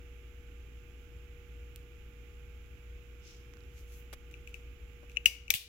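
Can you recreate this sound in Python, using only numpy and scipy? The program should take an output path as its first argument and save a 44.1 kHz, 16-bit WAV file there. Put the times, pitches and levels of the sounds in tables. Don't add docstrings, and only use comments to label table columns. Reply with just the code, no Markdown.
import sys
import numpy as np
from scipy import signal
from scipy.fft import rfft, irfft
from scipy.io import wavfile

SR = 44100
rng = np.random.default_rng(int(sys.argv[2]) if len(sys.argv) > 2 else 0)


def file_out(sig):
    cols = np.atleast_2d(sig).T
    lim = np.clip(cols, -1, 1)
    pcm = np.round(lim * 32767).astype(np.int16)
    wavfile.write(sys.argv[1], SR, pcm)


N = 250488
HIT_N = 16384
TIME_S = np.arange(N) / SR
BINS_HZ, HIT_BINS_HZ = np.fft.rfftfreq(N, 1 / SR), np.fft.rfftfreq(HIT_N, 1 / SR)


def amp(db):
    return 10 ** (np.asarray(db) / 20)


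def unit(x):
    return x / np.sqrt(np.mean(x ** 2) + 1e-20)


def pan(db):
    return amp([[db / 2], [-db / 2]])


def add(mix, start_s, sound):
    part = mix[:, round(start_s * SR):][:, :sound.shape[1]]
    part += sound[:, :part.shape[1]]


def curve(points, hz, column=1):
    table = np.array(points, float)
    return np.interp(np.log(hz + 1), np.log(table[:, 0] + 1), table[:, column])


def stereo_curve(points, hz):
    return np.array([curve(points, hz), curve(points, hz, column=-1)])


def octaves(hz):
    return np.log2(np.maximum(hz, 500) / 5000)


def bell(hz, centre_hz, width_oct):
    return np.exp(-(np.log2(hz / centre_hz) / width_oct) ** 2)


def drift(rate_hz):
    return unit(irfft(rfft(rng.standard_normal(N)) * np.exp(-(BINS_HZ / rate_hz) ** 2), N))


def noise(spectrum):
    # freq_hz, left_right_correlation
    coherence = [(60, 0.93), (130, 0.7), (290, 0.81), (640, 0.17), (1400, 0)]
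    common, apart = rfft(rng.standard_normal((2, N)))
    correlation = np.clip(curve(coherence, BINS_HZ), 0, 1)
    mid, side = np.sqrt(1 + correlation) * common, np.sqrt(1 - correlation) * apart
    return unit(irfft(np.array([mid + side, mid - side]) * amp(stereo_curve(spectrum, BINS_HZ)), N))


def coloured(x, colour_db):
    log_gain = np.log(amp(colour_db))
    mirrored = np.concatenate([log_gain, log_gain[:, -2:0:-1]], axis=1)
    response = np.exp(np.conj(signal.hilbert(mirrored)))[:, :HIT_N // 2 + 1]
    return unit(irfft(rfft(x) * response)) / np.sqrt(HIT_N * 1000 / SR)


def burst(colour_db, decay_ms, correlation):
    t_ms = np.arange(HIT_N) * 1000 / SR
    common, apart = rng.standard_normal((2, HIT_N)) * np.exp(-t_ms / decay_ms)
    mid, side = np.sqrt(1 + correlation) * common, np.sqrt(1 - correlation) * apart
    return coloured(np.array([mid + side, mid - side]), colour_db)


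def room(x, first_s=0.0034, build_s=0.006, early_db=7, early_s=0.021):
    # freq_hz, t60_s
    decay_times = [(300, 0.11), (1300, 0.49), (2600, 0.38), (5000, 0.44), (9000, 0.28), (15000, 0.25)]
    hz, frame_s, spectra = signal.stft(rng.standard_normal((2, SR // 2)), SR, nperseg=256)
    fade = np.exp(-np.log(1000) * frame_s / curve(decay_times, hz)[:, None])
    tail = signal.istft(spectra * fade, SR)[1]
    t = np.arange(tail.shape[1]) / SR
    tail *= np.clip((t - first_s) / build_s, 0, 1) * amp(early_db * np.exp(-(t / early_s) ** 2))
    tail /= np.linalg.norm(tail, axis=1, keepdims=True)
    return signal.fftconvolve(x, tail, axes=1)[:, :N]


def machinery(drone_hz=58.2, drone_db=-50.5, lull_s=3.38, lull_width_s=0.36):
    # pitch_hz, level_db
    hum_tones = [(119, -67.5), (360.3, -76.5), (479.6, -64), (839.8, -84), (1082, -89.5), (1200, -83)]
    # freq_hz, gain_db
    rumble_colour = [(15, -12.5), (27, -0.5), (36, -5.5), (52, 2), (75, 1), (100, -11.5), (130, -12),
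                     (190, -19), (300, -17.5), (420, -20.5), (560, -30), (750, -54.5)]
    # freq_hz, left_db, right_db
    air_colour = [(356, -33, -24), (660, 2.5, -5.5), (790, -2.5, -4.5), (1030, -3, -27), (1350, 1.5, 7),
                  (1550, -6, 7.5), (1800, -6.5, 3), (2340, -3, 12), (2873, -13.5, 9.5), (3970, -15, -5),
                  (4300, -15.5, -10.5), (7300, -18.5, -3), (9070, -50, -32.5), (9670, -43, -37),
                  (10410, -14, -10), (15700, -12.5, -11)]
    lull_db = -4.5 * np.exp(-((TIME_S - lull_s) / lull_width_s) ** 2)
    drone_gain = amp(drone_db + lull_db + 1.2 * drift(rate_hz=10))
    drone = drone_gain * np.sin(2 * np.pi * drone_hz * TIME_S + 0.17 * drift(rate_hz=6))
    hum = np.zeros(N)
    for pitch_hz, level_db in hum_tones:
        gain = amp(level_db + 1.25 * drift(rate_hz=4.3))
        hum += gain * np.sin(2 * np.pi * pitch_hz * TIME_S + 0.09 * drift(rate_hz=3.7))
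    return np.sqrt(2) * (drone + hum) + amp(-53.5) * noise(rumble_colour) + amp(-62.5) * noise(air_colour)


def nail(start_s=1.7605, level_db=-41, pan_db=-4, room_db=-13):
    # freq_hz, gain_db
    tick_colour = [(1000, -17), (2300, -2), (4100, 1), (5200, -11), (7000, -2), (9500, -9), (12000, -1),
                   (15500, -4)]
    tick = burst(stereo_curve(tick_colour, HIT_BINS_HZ), decay_ms=0.55, correlation=0.4)
    out = np.zeros((2, N))
    add(out, start_s, amp(level_db) * pan(pan_db) * tick)
    return out + amp(room_db) * room(out)


def scuffs():
    # start_s, level_db, decay_ms, tilt_db_per_oct, pan_db
    taps = [(2.6600, -61.5, 1.5, 5, -3), (3.5372, -54, .7, 3, -18), (3.5703, -59, 1, 1.5, -21),
            (3.6063, -60, 1, 3, -21), (3.6371, -59, 1, 4, -18), (4.1287, -40, 1.7, 0, 4),
            (4.132, -37.5, 6, 1.5, 2.5), (4.1364, -39.5, 3.9, 3, -2), (5.0310, -46.5, 7, -5, 7)]
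    # freq_hz, left_db, right_db
    scuff_colour = [(200, 8, -7), (680, 5.5, -8), (1420, -3, 3.5), (2190, -9, 1), (3000, -6, -3),
                    (6700, -10.5, -13), (8600, -12, -30), (10900, -8.5, -35), (15500, -16, -35)]
    out = np.zeros((2, N))
    for start_s, level_db, decay_ms, tilt_db_per_oct, pan_db in taps:
        colour_db = stereo_curve(scuff_colour, HIT_BINS_HZ) + tilt_db_per_oct * octaves(HIT_BINS_HZ)
        add(out, start_s, amp(level_db) * pan(pan_db) * burst(colour_db, decay_ms, correlation=0.17))
    return out


def sliding(grain_db=1.3, grain_hz=150, peak_db=7, swell_exponent=1.3):
    # firmest_s, level_db, rise_s, fall_s, tilt_db_per_oct, peak_hz
    strokes = [(3.275, -57.5, .032, 0.093, -4.5, 5350), (3.79, -62.5, 0.047, .04, 0.5, 12300),
               (3.94, -60.5, 0.048, .035, 4, 11500), (3.99, -62, 0.029, 0.05, 10.5, 14000)]
    # freq_hz, gain_db
    skin_colour = [(1500, -29), (3300, -2), (5000, -4), (6600, 1.5), (8700, -12), (11700, -9.5),
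                   (13500, -13), (15500, -12)]
    # freq_hz, gain_db
    frame_colour = [(1500, -30), (2100, -9), (2550, 2), (3000, -5), (3800, -33), (6000, -50)]
    skin_spectrum = rfft(noise(skin_colour))
    frame = amp(-12) * pan(9) * noise(frame_colour)
    out = np.zeros((2, N))
    for firmest_s, level_db, rise_s, fall_s, tilt_db_per_oct, peak_hz in strokes:
        colour_db = tilt_db_per_oct * octaves(BINS_HZ)
        colour_db += peak_db * bell(BINS_HZ + 1, peak_hz, width_oct=0.17)
        hiss = unit(irfft(skin_spectrum * amp(colour_db), N))
        from_top = abs(TIME_S - firmest_s) / np.where(TIME_S < firmest_s, rise_s, fall_s)
        out += amp(level_db) * np.exp(-from_top ** swell_exponent) * (hiss + frame)
    return out * amp(grain_db * drift(grain_hz))


def steel_ring(focus_hz, focus_db=12, rise_s=0.00044, right_lead_s=0.00009):
    # pitch_hz, t60_s, left_db, right_db
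    modes = [(2208, 0.018, -6, -20), (2353, 0.022, -4.5, -15), (2590, 0.017, 0.5, -15),
             (2840, 0.021, 0, -7), (3900, 0.0093, -10, -14), (5000, 0.012, -19, -28), (6020, 0.01, -4, -15),
             (6800, .014, -13.5, -11), (7700, 0.007, -29, -26)]
    t = np.arange(HIT_N) / SR + np.array([[0], [right_lead_s]])
    out = np.zeros(t.shape)
    for k, (pitch_hz, t60_s, left_db, right_db) in enumerate(modes):
        cut_db = focus_db * (1 - bell(pitch_hz, focus_hz, width_oct=0.13))
        gain = amp([[left_db - cut_db], [right_db - cut_db]])
        fade = np.exp(-np.log(1000) * t / t60_s)
        out += (-1) ** k * gain * fade * np.sin(2 * np.pi * pitch_hz * t)
    return out * (1 - np.exp(-t / rise_s)) ** 2


def lockwork(bite_db=7, ring_send_db=-8, crossfeed=0.21):
    # start_s, crack_db, ring_db
    ticks = [(4.313, -53, -58), (4.3400, -58, -32), (4.4742, -50.5, -31.5), (4.493, -59, -58),
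             (4.5422, -46, -27), (5.0965, -53.5, -40), (5.1170, -56, -45), (5.1623, -57, -32),
             (5.243, -72, -44), (5.48, -49.5, -26.5)]
    # start_s, crack_db, decay_ms, tilt_db_per_oct, bite_hz, ring_db, focus_hz, room_db, pan_db
    blows = [ (5.1700, -43, .8, -11, 6100, -12, 2700, -14, 2),
             (5.2573, -20.5, 1.4, 6.5, 6100, -3.5, 2110, -2.5, -3),
             (5.2583, -18.5, 3.6, -0.5, 6200, -1.5, 2830, -4.5, 4.5),
             (5.502, -36, .8, -12, 6200, -18, 2340, -14, 3), (5.5042, -8, 1.5, -1, 6050, -3, 2400, -11, 1),
             (5.5069, -12.5, 2.9, 2, 5800, -10, 2360, -13, -1),
             (5.5396, -10.5, 1, 2, 3600, -7, 2660, 0.5, -3)]
    # freq_hz, left_db, right_db
    crack_colour = [(200, -32, -35), (800, -21, -21.5), (1360, -22, -31), (2090, 5.5, -8), (4000, 0, -6.5),
                    (5240, -5, -17), (6100, -0.5, -10), (7900, -10.5, 1.5), (9900, -17, -9),
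                    (11800, 0.5, -16.5), (13600, -9, 1), (14800, -7.5, -6)]
    # freq_hz, left_db, right_db
    thrown_colour = [(200, -20, -6), (704, -17, -11.5), (1450, -19, -24), (2370, 0, -4), (3900, -5, -10.5),
                     (5000, -4, -15), (6400, -9, -10.5), (8500, -7, -11), (10900, -6, -8),
                     (15500, -11, -5.5)]
    hits = blows + [(start_s, crack_db, 1.2, -0.5, 6300, ring_db, 2493, -5, 0)
                    for start_s, crack_db, ring_db in ticks]
    hz = HIT_BINS_HZ
    impulse = signal.unit_impulse(HIT_N)
    out = np.zeros((2, N))
    for start_s, crack_db, decay_ms, tilt_db_per_oct, bite_hz, ring_db, focus_hz, room_db, pan_db in hits:
        part_db = tilt_db_per_oct * octaves(hz) + bite_db * bell(hz + 1, bite_hz, width_oct=0.25)
        crack = amp(crack_db) * burst(stereo_curve(crack_colour, hz) + part_db, decay_ms, correlation=0.41)
        thrown = amp(crack_db) * coloured(impulse, stereo_curve(thrown_colour, hz) + part_db)
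        steel = amp(ring_db) * steel_ring(focus_hz)
        send = amp(room_db) * (thrown + amp(ring_send_db) * steel)
        add(out, start_s, pan(pan_db) * (crack + steel))
        add(out, start_s, room(send + crossfeed * send[::-1]))
    return out


def lingering_tones(lock_s=5.2595):
    # pitch_hz, t60_s, level_db, pan_db
    tones = [(2200, 0.58, -51, 10), (2850, 0.23, -42, 9), (4955, 0.22, -47, 16), (6000, 0.27, -43, 0)]
    t = np.maximum(TIME_S - lock_s, 0)
    out = np.zeros((2, N))
    for pitch_hz, t60_s, level_db, pan_db in tones:
        fade = np.exp(-np.log(1000) * t / t60_s)
        out += amp(level_db) * pan(pan_db) * fade * np.sin(2 * np.pi * pitch_hz * t)
    return out


def jolt(centre_s=5.5505, width_s=0.0019, gain_db=-22, left_share=-0.052):
    u = (TIME_S - centre_s) / width_s
    return amp(gain_db) * np.array([[left_share], [1]]) * -u * np.exp(-u ** 2 / 2)


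def scene():
    return lockwork() + lingering_tones() + nail() + scuffs() + sliding() + jolt() + machinery()


def record(dry, threshold_db=-43, slope=0.79, sense_s=0.15, recover_db_per_s=6,
           ahead_s=0.0041, ease_s=0.018, cutoff_hz=15900):
    treble = signal.sosfilt(signal.butter(2, 7000, "high", fs=SR, output="sos"), dry)
    sense_pole, ease_pole = np.exp(-1 / (sense_s * SR)), np.exp(-1 / (ease_s * SR))
    power = signal.lfilter([1 - sense_pole], [1, -sense_pole], (treble ** 2).mean(0))
    recovery_db = recover_db_per_s * TIME_S
    held_db = np.maximum.accumulate(10 * np.log10(power + 1e-12) + recovery_db) - recovery_db
    over_db = np.maximum(held_db - threshold_db, 0)
    eased_db = signal.lfilter([1 - ease_pole], [1, -ease_pole], over_db)
    duck_db = np.interp(TIME_S + ahead_s, TIME_S, slope * eased_db)
    lowpass = signal.firwin(255, cutoff_hz, window=("kaiser", 8), fs=SR)
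    return signal.oaconvolve(dry / amp(duck_db), lowpass[None], "same")


dry = scene()
out = record(dry)
file_out(out)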